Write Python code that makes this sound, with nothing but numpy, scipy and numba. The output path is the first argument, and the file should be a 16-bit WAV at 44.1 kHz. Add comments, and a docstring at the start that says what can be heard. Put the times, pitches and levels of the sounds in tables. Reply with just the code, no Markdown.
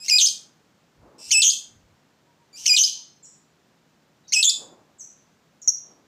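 """A lovebird in a small room

A caged lovebird chirps loudly four times, close to a phone, and ends with a sharp peep. Its voice
is a vibrating membrane: each chirp is a clear note, then a fluttering rasp that flicks upward, and
three have a soft whine first. Another bird peeps further off, and hard walls echo both. Feathers
swish and a cage wire rings over faint bumps, hoots and rumble. The phone's limiter dips loud peaks."""
import sys
import numpy as np
from scipy import signal
from scipy.fft import rfft, irfft
from scipy.io import wavfile
from scipy.ndimage import uniform_filter1d, minimum_filter1d, map_coordinates
from numba import njit

SR = 44100
rng = np.random.default_rng(int(sys.argv[2]) if len(sys.argv) > 2 else 0)


def unload_audio(sound):
    """Save the sound as a 16-bit wav file, at the path given as the first command line argument."""
    columns = np.transpose(np.atleast_2d(sound))
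    # keep every value between -1 and 1, then stretch to whole-number steps
    steps = np.round(np.clip(columns, -1, 1) * 32767)
    wavfile.write(sys.argv[1], SR, steps.astype(np.int16))


N = 267687
T = np.arange(N) / SR

# Roughness runs from 0 (pure) to 1 (hoarse). Voice levels are set before each call's own gain.
# Clear notes that open the chirps: t/s, length/s, grunt/s, push f/Hz, settling/s, held f/Hz,
# rise as a share of pitch, level/dB of harmonics 1, 2, 3
CLEAR_NOTES = [(.083, 0.1, .013, 2847, 0.013, 2450, 0.007, -23.5, -15, -24),
               (1.308, 0.11, 0.0069, 3163, 0.019, 2610, 0.014, -22.5, -22, -20.5),
               (2.658, .102, .005, 3147, 0.022, 2452, -.04, -24.5, -15.5, -24),
               (4.323, 0.099, 0.0097, 2990, .018, 2558, 0.043, -27.5, -25, -25.5)]
# Change over a clear note: level/dB of harmonics 1, 2, 3
NOTE_CHANGE_DB = (5.5, -3, 3.5)
# Rasps that close the chirps: t/s, length/s, dive/s, flick/s, sag as a share of pitch, held f/Hz,
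# held roughness, level/dB of harmonics 1, 2, echo time/s
RASP_NOTES = [(0.184, 0.093, 0.018, 0.016, 0.035, 3155, 0.54, -24, -12, 0.33),
              (1.4197, 0.089, 0.0066, 0.0068, 0.016, 3214, 0.5, -22.5, -10.5, 0.33),
              (2.764, .087, .009, 0.015, .06, 3100, 0.37, -29.5, -12, 0.43),
              (4.427, 0.076, 0.01, 0.0081, 0.074, 3510, 0.2, -20.5, -13.5, 0.32)]
# Soft whines: t/s, length/s, time until the break/s, f/Hz before and after it, roughness before it,
# level/dB before and after it
SOFT_WHINES = [(.002, 0.086, 0.043, 2523, 2756, .12, -37, -40.5),
               (1.183, 0.12, 0.11, 2655, 3140, 0.68, -43, -36.5),
               (2.530, 0.18, .042, 2350, 3020, .15, -42.5, -41.5)]
# Low catch of the voice that starts the closing peep: t/s, length/s, f/Hz, roughness,
# level/dB of harmonics 1, 2, 3
VOICE_CATCH = (5.6765, 0.01, 2143, 0.9, -47.5, -41.5, -32)
# Course of the closing peep: t/s, f/Hz, roughness, level/dB
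CLOSING_PEEP = [(5.6765, 6410, 0.34, -10.5), (5.680, 6560, 0.08, -15.5), (5.683, 5630, 0.25, -11),
                (5.688, 5564, 0.02, -10), (5.693, 5740, 0.04, -5.5), (5.696, 6710, 0, -13.5)]
# How the throat passes the weak upper harmonics: f/Hz, level/dB
THROAT_COLOUR = [(8000, 15.5), (9000, -1), (10200, 1.5), (11500, -3.5), (12600, -2), (13800, -8),
                 (14800, -14), (15600, -24)]
# Hiss of air in rough notes: f/Hz, relative level/dB
BREATH_COLOUR = [(500, -42.5), (1700, -24), (2600, -7.5), (4000, -1.5), (7400, 3.5), (8800, -12),
                 (11000, -17), (13500, -11.5), (15500, -26)]
# Peeps of the far bird: t/s, length/s, start f/Hz, target f/Hz, roughness, level/dB
FAR_BIRD_PEEPS = [(3.228, 0.016, 7680, 6250, 0, -47.5), (3.242, .024, 7550, 7390, 0.77, -52),
                  (3.244, 0.027, 6020, 5510, 0.44, -54), (4.24, .025, 3930, 3770, 0.1, -64.5),
                  (4.272, 0.03, 4500, 4630, 0.54, -58), (4.281, 0.021, 6030, 5570, .6, -43),
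                  (4.985, 0.014, 7330, 7630, 0.5, -50), (4.996, 0.028, 6800, 5720, 0.25, -40),
                  (5.617, .008, 6850, 6700, 0.48, -41), (5.624, 0.022, 5650, 5920, 0.2, -43)]
# Ringing tones of a cage wire: f/Hz, level/dB, time to fade by 60 dB/s
WIRE_TONES = [(4200, -42.5, 0.7), (5351, -52.5, 0.9)]
# Feather swishes and dull bumps: peak t/s, rise/s, fall/s, level/dB
FEATHER_SWISHES = [(1.08, 0.076, 0.19, -55), (4.66, 0.11, 0.17, -51.5), (5.88, 0.066, 0.24, -62.5)]
LOW_BUMPS = [(1.0, .03, 0.08, -58.5), (1.28, 0.024, 0.059, -60), (1.78, 0.069, 0.14, -62),
             (2.64, 0.026, 0.066, -66)]
# Their tone colours: f/Hz, relative level/dB
FEATHER_COLOUR = [(60, -20), (130, -1), (260, 5.5), (650, 1.5), (1100, -3), (1700, -17.5), (4000, -40)]
LOW_BUMP_COLOUR = [(25, -19.5), (55, -2.5), (90, -0.5), (140, -9), (260, -30), (800, -58.5)]
# Far-off hoots: t/s, length/s, highest f/Hz, level/dB
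FAR_HOOTS = [(2.25, 0.093, 964, -63.5), (2.37, 0.1, 948, -62.5), (2.576, 0.064, 936, -64.5),
             (2.68, 0.12, 950, -62), (2.94, 0.11, 944, -63.5)]
# Steady rumble and hiss: f/Hz, relative level/dB
BACKGROUND_COLOUR = [(15, -55), (25, -26.5), (136, -3), (221, -1), (253, -4.5), (331, -5.5), (399, -8),
                     (523, -8.5), (1300, -13.5), (1570, -14), (2010, -16.5), (2420, -18), (7100, -23),
                     (9550, -35), (15500, -34)]
# What the walls and cage send back: f/Hz, relative level/dB
ECHO_COLOUR = [(1000, -6.5), (2400, -5.5), (3500, 3.5), (5000, -2), (6500, -2.5), (8000, 3.5), (11000, 2),
               (15000, 2)]

# Stages of a chirp: f/Hz, roughness, level/dB of harmonics 1, 2, 3
GRUNT = (2146, .3, -37, -29, -27.5)
PUSH = (2847, 1, -23, -12.5, -35)[1:]  # each note brings its own push pitch
LEAP = (4372, 1, -8.5, -31, -46)
FLICK = (5076, .76, -15.5, -39, -50.5)
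TOP_HZ = 15400  # the treble ends here


def clear_note(start, length, grunt_s, push_hz, settle_s, hz, rise, *harmonic_db):
    """A low grunt, a rough push above the pitch, then a clear wavering tone that lifts and fades."""
    age = ages(length)
    along = age / length - .5
    waver = .0082 * np.sin(2 * np.pi * 36.03 * age)
    end_lift = .04 * np.exp((age - length) / .014)
    pitch = hz * (1 + rise * along + waver + end_lift)
    fade_db = -18 * np.exp((age - length) / .0077)
    levels = [db + change * along + fade_db + 2.5 * wander(age, 90)
              for db, change in zip(harmonic_db, NOTE_CHANGE_DB)]
    pushing = np.exp(-(np.abs(age - grunt_s) / settle_s) ** 3)
    voice = blend((pitch, .05, *levels), (push_hz, *PUSH), pushing)
    voice = blend(GRUNT, voice, smooth_step(age - grunt_s, width_s=.0019))
    return call(np.column_stack([start + age, *voice]), gain_db=3, upper_db=-26.5, breath_db=-17)


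def rasp_note(start, length, dive_s, flick_s, sag, hz, rough, first_db, second_db):
    """The pitch tumbles from high up, steadies with a strong octave, then flicks upward."""
    age = ages(length)
    unsteady = np.exp(-(age / .04) ** 4)
    held = (hz, rough, first_db, second_db, -40.5)
    sagging = (hz * (1 - sag), .8, -22, -16.5, -40.5)
    voice = blend(held, sagging, unsteady)
    voice = blend(voice, LEAP, np.exp(-(age / dive_s) ** 1.3))
    pitch, rough, *levels = blend(voice, FLICK, smooth_step(age - length + flick_s, width_s=.003))
    pitch = pitch * (1 + .045 * unsteady * wander(age, 700))
    attack_db = -11.5 * np.exp(-age / .001)  # the rasp takes an instant to speak
    levels = [db + attack_db + 2 * wander(age, 250) for db in levels]  # each flickers on its own
    course = np.column_stack([start + age, pitch, rough, *levels])
    return call(course, gain_db=4.5, upper_db=-25.5, breath_db=-17)


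def whine(start, length, break_s, hz, broken_hz, rough, db, broken_db):
    """A soft note swells, then breaks into a higher, hoarse one."""
    age = ages(length)
    level = db - 11 * np.exp(-age / .02)
    steady = (hz, rough, level - 12.5, level, level - 5)
    broken = (broken_hz, 1, broken_db - 10, broken_db + 1.5, broken_db - 13.5)
    voice = blend(steady, broken, smooth_step(age - break_s, width_s=.011))
    return call(np.column_stack([start + age, *voice]), gain_db=-1, upper_db=-21, breath_db=-5)


def catch(start, length, *voice):
    """An instant of low, rough voice."""
    course = [(start, *voice), (start + length, *voice)]
    return call(course, gain_db=-7.5, upper_db=-15, breath_db=-20.5)


def call(course, gain_db, upper_db, breath_db):
    """Three strong harmonics (multiples of the pitch), weak upper ones, and air hiss when rough."""
    span, gate, (hz, rough, *harmonic_db) = trace(course)
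    rough = np.clip(rough, 0, 1)
    phase, strength = membrane(T[span], hz, rough, flutter_hz=315.7, depth=.094, jitter=.035, shake=.4)
    harmonics = undb(harmonic_db)
    effort = np.sqrt(np.sum(harmonics ** 2, axis=0))
    tone = sum(gain * np.sin(k * phase) for k, gain in enumerate(harmonics, 1))
    for k in range(4, 7):
        throat_db = np.interp(k * hz, *np.transpose(THROAT_COLOUR))
        gain = effort * undb(upper_db + throat_db - .32 * (k - 1.5))
        tone += gain * (k * hz < TOP_HZ) * np.sin(k * phase)
    breath = effort * rough * undb(breath_db) * noise(BREATH_COLOUR, size=len(span))
    out = np.zeros(N)
    out[span] = gate * strength * (np.sqrt(2) * tone + breath) * undb(gain_db)
    return out


def membrane(t, hz, rough, flutter_hz, depth, jitter, shake):
    """The bird's voice is a vibrating membrane; a fast flutter shakes its pitch and strength."""
    flutter = np.sin(phase_of(flutter_hz * (1 + .25 * wander(t, 200))))
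    wobble = depth * flutter + jitter * wander(t, 1500)
    pitch = hz * (1 + rough * wobble + .002 * wander(t, 300))
    strength = np.exp(shake * rough * (wander(t, 700) - .099 * flutter - .4))
    return phase_of(pitch), strength


def peep(course, gain_db, octave_db, breath_db):
    """A high, slightly unsteady whistle with a trace of its octave."""
    span, gate, (hz, rough, db) = trace(course)
    phase, strength = membrane(T[span], hz, rough, flutter_hz=304, depth=.1, jitter=.024, shake=.26)
    tone = np.sqrt(2) * (np.sin(phase) + undb(octave_db) * np.sin(2 * phase))
    breath = rough * undb(breath_db) * noise(BREATH_COLOUR, size=len(span))
    out = np.zeros(N)
    out[span] = gate * strength * undb(db + gain_db) * (tone + breath)
    return out


def far_peep(start, length, start_hz, target_hz, rough, db, glide_s=.014):
    """The other bird's thin whistle slides toward its pitch, loudest in the middle."""
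    age = ages(length)
    pitch = target_hz + (start_hz - target_hz) * np.exp(-age / glide_s)
    level = db + 4.5 * (np.sin(np.pi * age / length) - 1)
    course = np.column_stack([start + age, pitch, np.full(len(age), rough), level])
    return peep(course, gain_db=-2.5, octave_db=-33.5, breath_db=-28)


def cage_wire(start_s=2.87, waver=.3):
    """A wire, nudged as the bird settles, rings on faintly and unsteadily."""
    age = np.maximum(T - start_s, 0)
    return sum(undb(db - 60 * age / fade_s) * (1 + waver * wander(T, 46)) * np.sin(2 * np.pi * hz * age)
               for hz, db, fade_s in WIRE_TONES)


def puffs(rows, colour):
    """Feather swishes or dull bumps: soft noise that swells and dies away."""
    swell = sum(undb(db) * np.exp(-((T - peak) / np.where(T < peak, rise, fall)) ** 2)
                for peak, rise, fall, db in rows)
    return swell * noise(colour) * undb(2.3 * wander(T, 40))


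def hoots(bend=.066):
    """Faint far-off tones, each rising and falling a little."""
    out = np.zeros(N)
    for start, length, hz, db in FAR_HOOTS:
        arch = np.sin(np.pi * np.clip((T - start) / length, 0, 1))
        pitch = hz * (1 + bend * (arch - 1) + .0048 * wander(T, 90))
        out += undb(db) * arch * np.sin(phase_of(pitch))
    return out


def background(noise_db=-62.5, drone_hz=150, drone_db=-73):
    """Low room rumble and a faint wavering drone under thin hiss."""
    strength = 1 + .5 * wander(T, 31)
    drone = strength * np.sin(phase_of(drone_hz * (1 + .044 * wander(T, 25))))
    return noise(BACKGROUND_COLOUR) * undb(noise_db + .5 * wander(T, 2.5)) + undb(drone_db) * drone


def room(sound, tail_db, near_db, fade_s, build_s, treble_fade_s=.29, split_hz=8000):
    """A few echoes off the near wall and cage, then a smooth tail whose treble dies first."""
    t = T[:SR]
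    tail = noise(ECHO_COLOUR, size=SR)
    low = signal.sosfiltfilt(signal.butter(3, split_hz, fs=SR, output="sos"), tail)
    echo = low * undb(-60 * t / fade_s) + (tail - low) * undb(-60 * t / treble_fade_s)
    echo *= 1 - np.exp(-t / build_s)
    echo *= undb(tail_db) / np.sqrt(np.sum(echo ** 2))
    delays_s = rng.uniform(.0017, .016, size=8)
    echo[(delays_s * SR).astype(int)] += undb(near_db) / np.sqrt(len(delays_s))
    return sound + signal.fftconvolve(sound, echo)[:N]


def trace(course, attack_s=.0008, release_s=.002):
    """Turn rows of (time, settings) into a call's samples, on-off gate and setting curves."""
    times, *columns = np.transpose(course)
    span = np.flatnonzero((T > times[0] - attack_s) & (T < times[-1] + release_s))
    t = T[span]
    gate = np.clip(np.minimum((t - times[0]) / attack_s, (times[-1] - t) / release_s) + 1, 0, 1)
    return span, gate, [np.interp(t, times, column) for column in columns]


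def blend(old, new, share):
    """Move the voice from one setting (pitch, roughness, levels) to another."""
    return [a + (b - a) * share for a, b in zip(old, new)]


def smooth_step(t, width_s):
    """Rise from 0 to 1 as t passes zero."""
    return .5 + .5 * np.tanh(t / width_s)


def ages(length):
    """Seconds since the start of a call."""
    return np.arange(int(length * SR)) / SR


def phase_of(hz):
    """The running angle of a wave with changing pitch."""
    return 2 * np.pi * np.cumsum(hz) / SR


def undb(db):
    """Decibels to gain."""
    return 10 ** (np.asarray(db) / 20)


def noise(colour, size=N):
    """Noise of average power 1, shaped by (Hz, dB) points."""
    hz, db = np.transpose(colour)
    f = np.maximum(np.fft.rfftfreq(size, 1 / SR), 1)
    gains = undb(np.interp(np.log(f), np.log(hz), db))
    shaped = irfft(rfft(rng.standard_normal(size)) * gains, size)
    return shaped / np.sqrt(np.mean(shaped ** 2))


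def wander(t, rate):
    """A smooth random curve of size about 1 that changes about rate times a second."""
    gap = max(int(SR / rate), 2)
    points = rng.standard_normal(len(t) // gap + 4)
    return map_coordinates(points, [1 + np.arange(len(t)) / gap], order=3)


@njit
def follow_peaks(sound, attack, release):
    """A level that jumps up with each peak and sinks slowly."""
    out, level = np.empty(len(sound)), 0.
    for i, size in enumerate(np.abs(sound)):
        level += (size - level) * (attack if size > level else release)
        out[i] = level
    return out


def scene():
    """The birds in their room, over the quiet background."""
    loud = sum(clear_note(*row) for row in CLEAR_NOTES)
    loud += peep(CLOSING_PEEP, gain_db=-.5, octave_db=-37, breath_db=-36)
    soft = sum(whine(*row) for row in SOFT_WHINES) + catch(*VOICE_CATCH)
    far = sum(far_peep(*row) for row in FAR_BIRD_PEEPS)
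    # the wide-open beak beams the loud calls at the phone; the soft notes carry more of the room
    birds = room(loud, tail_db=-11.5, near_db=-8, fade_s=.36, build_s=.028)
    for *row, fade_s in RASP_NOTES:
        birds += room(rasp_note(*row), tail_db=-11.5, near_db=-7, fade_s=fade_s, build_s=.0099)
    birds += room(soft, tail_db=-9.5, near_db=-6, fade_s=.54, build_s=.008)
    # the far bird arrives mostly by way of the walls
    birds += room(far, tail_db=3.5, near_db=1, fade_s=.48, build_s=.028)
    rustle = puffs(FEATHER_SWISHES, FEATHER_COLOUR) + puffs(LOW_BUMPS, LOW_BUMP_COLOUR)
    return (birds + cage_wire() + rustle + hoots() + background())[None]


def record(dry, ceiling_db=-8.5, attack_s=.00014, release_s=.021):
    """The phone's limiter turns everything down during loud chirps; then the top treble is cut."""
    level = follow_peaks(dry[0], 1 - np.exp(-1 / (attack_s * SR)), 1 - np.exp(-1 / (release_s * SR)))
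    gain = 1 / np.maximum(level / undb(ceiling_db), 1)
    gain = uniform_filter1d(minimum_filter1d(gain, size=89), size=89)  # looks ahead for clean starts
    return signal.sosfilt(signal.ellip(10, .1, 80, TOP_HZ, fs=SR, output="sos"), dry * gain)


dry = scene()
out = record(dry)
unload_audio(out)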